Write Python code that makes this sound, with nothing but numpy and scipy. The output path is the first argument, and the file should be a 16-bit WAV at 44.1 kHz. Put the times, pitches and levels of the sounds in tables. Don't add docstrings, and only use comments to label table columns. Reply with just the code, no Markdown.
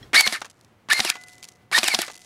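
import sys
import numpy as np
from scipy import signal
from scipy.fft import rfft, irfft
from scipy.io import wavfile
from scipy.ndimage import uniform_filter1d

SR = 44100
rng = np.random.default_rng(int(sys.argv[2]) if len(sys.argv) > 2 else 0)


def int16_out(signal):
    q = np.round(np.clip(np.atleast_2d(signal).T, -1, 1) * 32767)
    wavfile.write(sys.argv[1], SR, q.astype(np.int16))


N = 99225
TIME = np.arange(N) / SR

# frequency in Hz, relative level in dB.
AIR_SPECTRUM = [(25, -8.5), (60, -10.5), (105, 0.5), (150, -5.5), (400, -12), (2000, -22), (4000, -31.5),
                (16000, -44)]
AIR_DB = -57.5
# centre in seconds, rustle level in dB,
# rumble level in dB, half length in seconds (to 1/e).
HANDLING = [(0.029, -55.5, -45, 0.085), (1.617, -64, -57, 0.0407)]
# frequency in Hz, relative level in dB.
RUSTLE_SPECTRUM = [(300, -1), (1500, -2), (3600, -7), (16000, -22.5)]
# frequency in Hz, relative level in dB.
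RUMBLE_SPECTRUM = [(25, -6.5), (90, -3.5), (400, -16.5), (4000, -55.5)]

# frequency in Hz, level in dB, t60 in seconds.
CLINK_MODES = [(1900, -41.5, .04), (3300, -39, 0.048), (4070, -44, .04), (5440, -48.5, 0.072)]
CLINK_S = .028
MODE_RISE_S = 0.00099

# frequency in Hz, t60 in seconds.
ALLEY_DECAY = [(150, .2), (550, 0.27), (1100, 0.27), (12000, 0.17)]
ALLEY_DB = -21.5

# start in seconds, level in dB, fade in seconds,
# brightness in dB per octave.
CLACKS = [(0.132, -22, 0.0072, -2.5), (0.1441, -19, 0.0051, 0.5), (0.208, -10, 0.0025, 3.5),
          (0.8871, -31, 0.0032, -3), (0.9321, -13, 0.0012, 2.5), (1.1, -10, 0.0019, 3),
          (1.7145, -29, 0.0087, -2.5), (1.78, -14.5, 0.0014, -2.5), (1.841, -16, 0.0012, 1.5),
          (1.8793, -16, 0.0029, 5.5), (1.8832, -11, 0.0016, 1), (2.017, -18, 0.0022, 3.5)]
# frequency in Hz, relative level in dB.
CLACK_SPECTRUM = [(60, -26.5), (200, -7), (400, -2.5), (520, -15), (760, -0.5), (1200, -4), (2100, 1.5),
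                  (5500, -5.5), (10000, -12), (16000, -30)]
CLATTER_DB = 1.5

# time in seconds, gear mesh in Hz,
# whine level in dB before the shell, grinding level in dB.
PULLS = [
    [(.134, 896.5, -20, -51), (.145, 1368, -15, -21), (.157, 1814, -11.5, -14.5), (.173, 2213, -14, -20.5),
     (.207, 2275, -16, -17.5), (.216, 2254, -33.5, -29.5), (.25, 2150, -23, -36),
     (.265, 2086, -26.5, -23.5), (.287, 2250, -53, -32), (.322, 2450, -67, -36.5), (.332, 2131, -30, -27),
     (.361, 1263, -26.5, -35), (.4, 413, -56, -61)],
    [(.893, 803, -32.5, -54), (.902, 1218, -14, -25), (.916, 1740, -16.5, -27), (.93, 1898, -24, -16),
     (.938, 2099, -26, -29), (.965, 2125, -27.5, -33.5), (.994, 2080, -26, -24), (1.014, 2400, -57, -34.5),
     (1.042, 2900, -58.5, -30), (1.052, 2979, -28, -28), (1.075, 2620, -23, -31.5), (1.1, 1922, -40, -23),
     (1.122, 1290, -28.5, -70), (1.148, 514, -95, -68)],
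    [(1.72, 805.7, -37.5, -45), (1.728, 1133, -18.5, -27), (1.75, 1857, -18.5, -25),
     (1.767, 1854, -17, -20.5), (1.787, 2079, -30, -18.5), (1.799, 2257, -53, -33),
     (1.828, 2900, -59, -34.5), (1.845, 3000, -23.5, -27.5), (1.872, 2560, -22.5, -28),
     (1.898, 2400, -35, -29), (1.912, 2305, -27.5, -31), (1.93, 2130, -25.5, -30.5),
     (1.944, 2025, -35, -22.5), (1.96, 2178, -58, -35), (1.986, 2415, -59, -36), (1.996, 2221, -41, -28.5),
     (2.026, 1508, -27, -33), (2.07, 450, -48, -49.5)],
]
MESH_DB = [1.5, -0.5, -11.5]
# frequency in Hz, relative level in dB.
GRIND_SPECTRUM = [(60, -43.5), (220, -16), (480, -12), (750, -3), (1700, -2), (2700, -3), (4800, 0),
                  (6200, -7), (10000, -6.5), (13200, -17.5), (16500, -35)]
# frequency in Hz, gain in dB, width in Hz.
SHELL_RESONANCES = [(1320, -4.5, 320), (1774, 6.5, 100), (2234, 3.5, 240), (2970, -11.5, 83),
                    (3593, -6, 320), (4470, -0.5, 1000)]
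TEETH, BEVEL_TEETH = 10, 34
WOBBLE_RAD, SPEED_JITTER = .15, .003
ECCENTRIC, FLUTTER, BEVEL_DEPTH = .22, .13, 0.44
SLIP_RAD, SLIP_BELOW_HZ = 0.3, 1670
BACKLASH_RAD, BACKLASH_PER_S = .35, 9
SCRAPE_DEPTH, TOOTH_DEPTH, GRIT_DB = .35, .4, .8
CHATTER_PER_S, CHATTER_DB, SCRAPE_DB = 600, -7.5, -1

# start in seconds, level in dB.
SLAMS = [(0.2739, -14), (1.0017, -13), (1.7851, -13.5), (1.9463, -12.5)]
# frequency in Hz, relative level in dB.
SLAM_SPECTRUM = [(40, -2), (500, -16.5), (730, 1.5), (1050, -12), (2200, -0.5), (3300, 2.5), (5200, 4.5),
                 (7000, -5.5), (16000, -25)]
SLAM_HOLD_S, SLAM_FADE_S = .0035, .002
# frequency in Hz, level in dB, t60 in seconds.
STOCK_MODES = [(222, -32, 0.098), (737.6, -28.5, 0.081)]
# frequency in Hz, relative level in dB.
RELEASE_SPECTRUM = [(50, -8), (170, 2), (400, 4), (1600, 6.5), (4000, -28), (16000, -33.5)]
RELEASE_LEAD_S, RELEASE_FADE_S = 0.0069, 0.0017
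RELEASE_DB = -5.5

# start in seconds, crack level in dB, boom level in dB.
IMPACTS = [(0.3245, -21.5, -8.5), (1.0485, -19, -4), (1.8311, -15.5, -3), (1.9885, -18.5, -0.5)]
# frequency in Hz, level in dB added to the boom, t60 in seconds.
BOX_MODES = [(199, -29.5, .05), (349, -23, 0.063), (527, -26, 0.0083), (681, -12.5, 0.02)]
CRACK_FADE_S, CRACK_TILT_DB = 0.0033, 1.5

# start in seconds, end in seconds, first level in dB, last level in dB
RATTLES = [(0.37, 0.76, -56, -79), (1.121, 1.59, -57.5, -54.5), (2.04, 2.311, -44.5, -55)]
# start in seconds, level in dB.
TICKS = [(.406, -42), (.455, -36.5), (.499, -44), (0.503, -45), (0.511, -47.5), (0.611, -49.5),
         (0.647, -49.5), (1.237, -37.5), (1.284, -40), (1.333, -44), (1.381, -44.5), (1.428, -33.5),
         (1.435, -36), (1.442, -33), (1.451, -38), (1.4875, -35.5), (1.52, -50), (2.177, -41.5)]
# frequency in Hz, relative level in dB.
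TICK_SPECTRUM = [(700, -10), (3500, -0.5), (6500, 1.5), (10000, -5), (16000, -22)]
TICK_FADE_S, RATTLE_FADE_S, RATTLE_SETTLE_S = .002, .0011, .07
RATTLE_PER_S, RATTLE_CLUMP_DB = 520, 3
RATTLE_SPREAD_DB, RATTLE_LIMIT = 3.5, 2.4

# start in seconds, level in dB.
KNOCKS = [(0.4165, -25), (.446, -34.5), (.461, -41), (1.154, -31), (1.167, -39), (2.08, -30),
          (2.099, -33.5)]
# frequency in Hz, relative level in dB.
KNOCK_SPECTRUM = [(120, -21), (450, -3.5), (950, 1.5), (2200, -3.5), (7000, -12), (16000, -38)]
KNOCK_FADE_S = 0.0058

# start in seconds, level in dB added to the modes.
RINGS = [(1.1, -0.5), (1.885, -2)]
# frequency in Hz, level in dB, t60 in seconds.
RING_MODES = [(727, -52.5, 2), (1457, -44.5, 0.62), (2013, -39.5, 1.0)]

LOW_CUT_HZ, EDGE_HZ, CEILING = 100, 15850, .8


def amp(db):
    return 10 ** (np.asarray(db) / 20)


def unit(x):
    return x / np.sqrt(np.mean(x ** 2) + 1e-20)


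def read(points, hz):
    f, value = np.transpose(points)
    return np.interp(np.log(hz + 1), np.log(f), value)


def add(mix, s, sound):
    part = mix[max(round(s * SR), 0):][:len(sound)]
    part += sound[:len(part)]


def colour(x, points, tilt_db=0):
    hz = abs(np.fft.fftfreq(2048, 1 / SR))
    tilt = tilt_db * np.log2(np.maximum(hz, 300))
    log_gain = np.log(amp(read(points, hz) + tilt))
    taps = np.fft.ifft(np.exp(np.conj(signal.hilbert(log_gain)))).real
    return signal.fftconvolve(x, taps / np.linalg.norm(taps))[:len(x)]


def wander(rate_hz):
    lowpass = np.exp(-(np.fft.rfftfreq(N, 1 / SR) / rate_hz) ** 2)
    return unit(irfft(rfft(rng.standard_normal(N)) * lowpass, N))


def burst(spectrum, fade_s, hold_s=0.00051, tilt_db=0):
    t = TIME[:SR // 8]
    shape = np.exp(-np.maximum(t - hold_s, 0) / max(fade_s, 1e-4))
    slow_noise = unit(uniform_filter1d(rng.standard_normal(len(t)), size=30))
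    uneven = amp(CLATTER_DB * np.clip(slow_noise, -2, 2))
    blow = colour(shape * uneven * rng.standard_normal(len(t)), spectrum, tilt_db)
    return blow * np.linalg.norm(shape) / np.linalg.norm(blow)


def modes(table):
    rise = 1 - np.exp(-TIME / MODE_RISE_S)
    ringing = np.zeros(N)
    for k, (hz, db, t60) in enumerate(table):
        ringing += (-1) ** k * amp(db - 60 * TIME / t60) * np.sin(2 * np.pi * hz * TIME)
    return rise * ringing


def air():
    out = amp(AIR_DB + wander(10.0)) * colour(rng.standard_normal(N), AIR_SPECTRUM)
    for s, rustle_db, rumble_db, half_s in HANDLING:
        rustle = amp(rustle_db) * colour(rng.standard_normal(N), RUSTLE_SPECTRUM)
        rumble = amp(rumble_db) * colour(rng.standard_normal(N), RUMBLE_SPECTRUM)
        out += np.exp(-((TIME - s) / half_s) ** 2) * (rustle + rumble)
    return out


def clink():
    out = np.zeros(N)
    add(out, CLINK_S, modes(CLINK_MODES))
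    return out


def alley(x):
    taps = rng.standard_normal(SR) * (rng.random(SR) < 2000 / SR) * (TIME[:SR] > .008)
    hz, t, z = signal.stft(taps, SR, nperseg=256)
    decay = amp(-60 * t / read(ALLEY_DECAY, hz)[:, None])
    tail = signal.istft(z * decay, SR, nperseg=256)[1]
    return signal.fftconvolve(x, tail / np.linalg.norm(tail))[:N]


def clacks():
    out = np.zeros(N)
    for s, db, fade_s, tilt_db in CLACKS:
        add(out, s, amp(db) * burst(CLACK_SPECTRUM, fade_s, hold_s=0.0014, tilt_db=tilt_db))
    return out


def shell(x):
    out = np.zeros(N)
    for k, (hz, db, width) in enumerate(SHELL_RESONANCES):
        out += (-1) ** k * amp(db) * signal.lfilter(*signal.iirpeak(hz, hz / width, fs=SR), x)
    return out


def gearbox(pull):
    s, hz, whine_db, grind_db = np.transpose(pull)
    running = np.interp(TIME, [s[0] - .002, s[0], s[-1], s[-1] + 0.011], [0, 1, 1, 0])
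    steady_speed = np.interp(TIME, s, hz)
    speed = steady_speed * (1 + SPEED_JITTER * wander(200))
    mesh = 2 * np.pi * np.cumsum(speed) / SR
    shaft, bevel = mesh / TEETH, mesh / BEVEL_TEETH

    change = abs(np.gradient(np.log(steady_speed))) * SR
    slow_slip = SLIP_RAD * np.minimum((SLIP_BELOW_HZ / speed) ** 4, 2)
    backlash = BACKLASH_RAD * np.minimum(change / BACKLASH_PER_S, 1)
    phase = mesh + WOBBLE_RAD * np.sin(shaft) + (slow_slip + backlash) * wander(600)

    whine = np.zeros(N)
    for k, db in enumerate(MESH_DB):
        swell = 1 + FLUTTER * wander(250) + BEVEL_DEPTH * np.cos(bevel + k)
        whine += amp(db) * np.sin((k + 1) * phase) * swell
    whine *= 1 + ECCENTRIC * np.cos(2 * shaft)

    contact = (1 + SCRAPE_DEPTH * np.cos(shaft)) * (1 + TOOTH_DEPTH * np.cos(mesh))
    contact *= amp(GRIT_DB * wander(1500))
    scrape = unit(colour(contact * rng.standard_normal(N), GRIND_SPECTRUM))
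    clicks = rng.choice([-1, 1], N) * (rng.random(N) < CHATTER_PER_S / SR)
    chatter = unit(shell(clicks))
    grind = amp(CHATTER_DB) * chatter + amp(SCRAPE_DB) * scrape

    shell_whine = shell(whine * amp(np.interp(TIME, s, whine_db)))
    return running * (shell_whine + grind * amp(np.interp(TIME, s, grind_db)))


def piston_slams():
    out = np.zeros(N)
    for s, db in SLAMS:
        add(out, s - RELEASE_LEAD_S, amp(db + RELEASE_DB) * burst(RELEASE_SPECTRUM, RELEASE_FADE_S))
        add(out, s, amp(db) * burst(SLAM_SPECTRUM, SLAM_FADE_S, SLAM_HOLD_S))
        add(out, s + 0.00094, modes(STOCK_MODES))
    return out


def box_impacts():
    out = np.zeros(N)
    for s, crack_db, boom_db in IMPACTS:
        crack = burst(CLACK_SPECTRUM, CRACK_FADE_S, hold_s=0.0011, tilt_db=CRACK_TILT_DB)
        add(out, s, amp(crack_db) * crack)
        add(out, s, amp(boom_db) * modes(BOX_MODES))
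    return out


def pellets():
    level = np.zeros(N)
    for start, end, *dbs in RATTLES:
        settling = np.clip((end - TIME) / RATTLE_SETTLE_S, 0, 1)
        level += (TIME > start) * settling * amp(np.interp(TIME, [start, end], dbs))
    level *= amp(RATTLE_CLUMP_DB * wander(40))
    sizes = amp(RATTLE_SPREAD_DB * np.minimum(rng.exponential(1, N), RATTLE_LIMIT))
    contacts = level * sizes * (rng.random(N) < RATTLE_PER_S / SR)
    decay = np.exp(-2 / (RATTLE_FADE_S * SR))
    power = signal.lfilter([1], [1, -decay], contacts ** 2 + 1e-20)
    out = colour(np.sqrt(power) * rng.standard_normal(N), TICK_SPECTRUM)
    for s, db in TICKS:
        add(out, s, amp(db) * burst(TICK_SPECTRUM, TICK_FADE_S))
    return out


def latch_knocks():
    out = np.zeros(N)
    for s, db in KNOCKS:
        add(out, s, amp(db) * burst(KNOCK_SPECTRUM, KNOCK_FADE_S))
    return out


def ringing_metal():
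    out = np.zeros(N)
    for s, db in RINGS:
        add(out, s, amp(db) * modes(RING_MODES))
    return out


def scene():
    rifle = clink() + clacks() + sum(gearbox(pull) for pull in PULLS)
    rifle += piston_slams() + box_impacts() + latch_knocks() + ringing_metal()
    return (air() + rifle + amp(ALLEY_DB) * alley(rifle) + pellets())[None]


def record(dry):
    thin = signal.lfilter(*signal.butter(1, LOW_CUT_HZ, "high", fs=SR), dry)
    rounded = thin / (1 + (thin / CEILING) ** 4) ** (1 / 4)
    band = signal.firwin(511, EDGE_HZ, window=("kaiser", 9), fs=SR)
    return signal.oaconvolve(rounded, band[None], "same")


dry = scene()
out = record(dry)
int16_out(out)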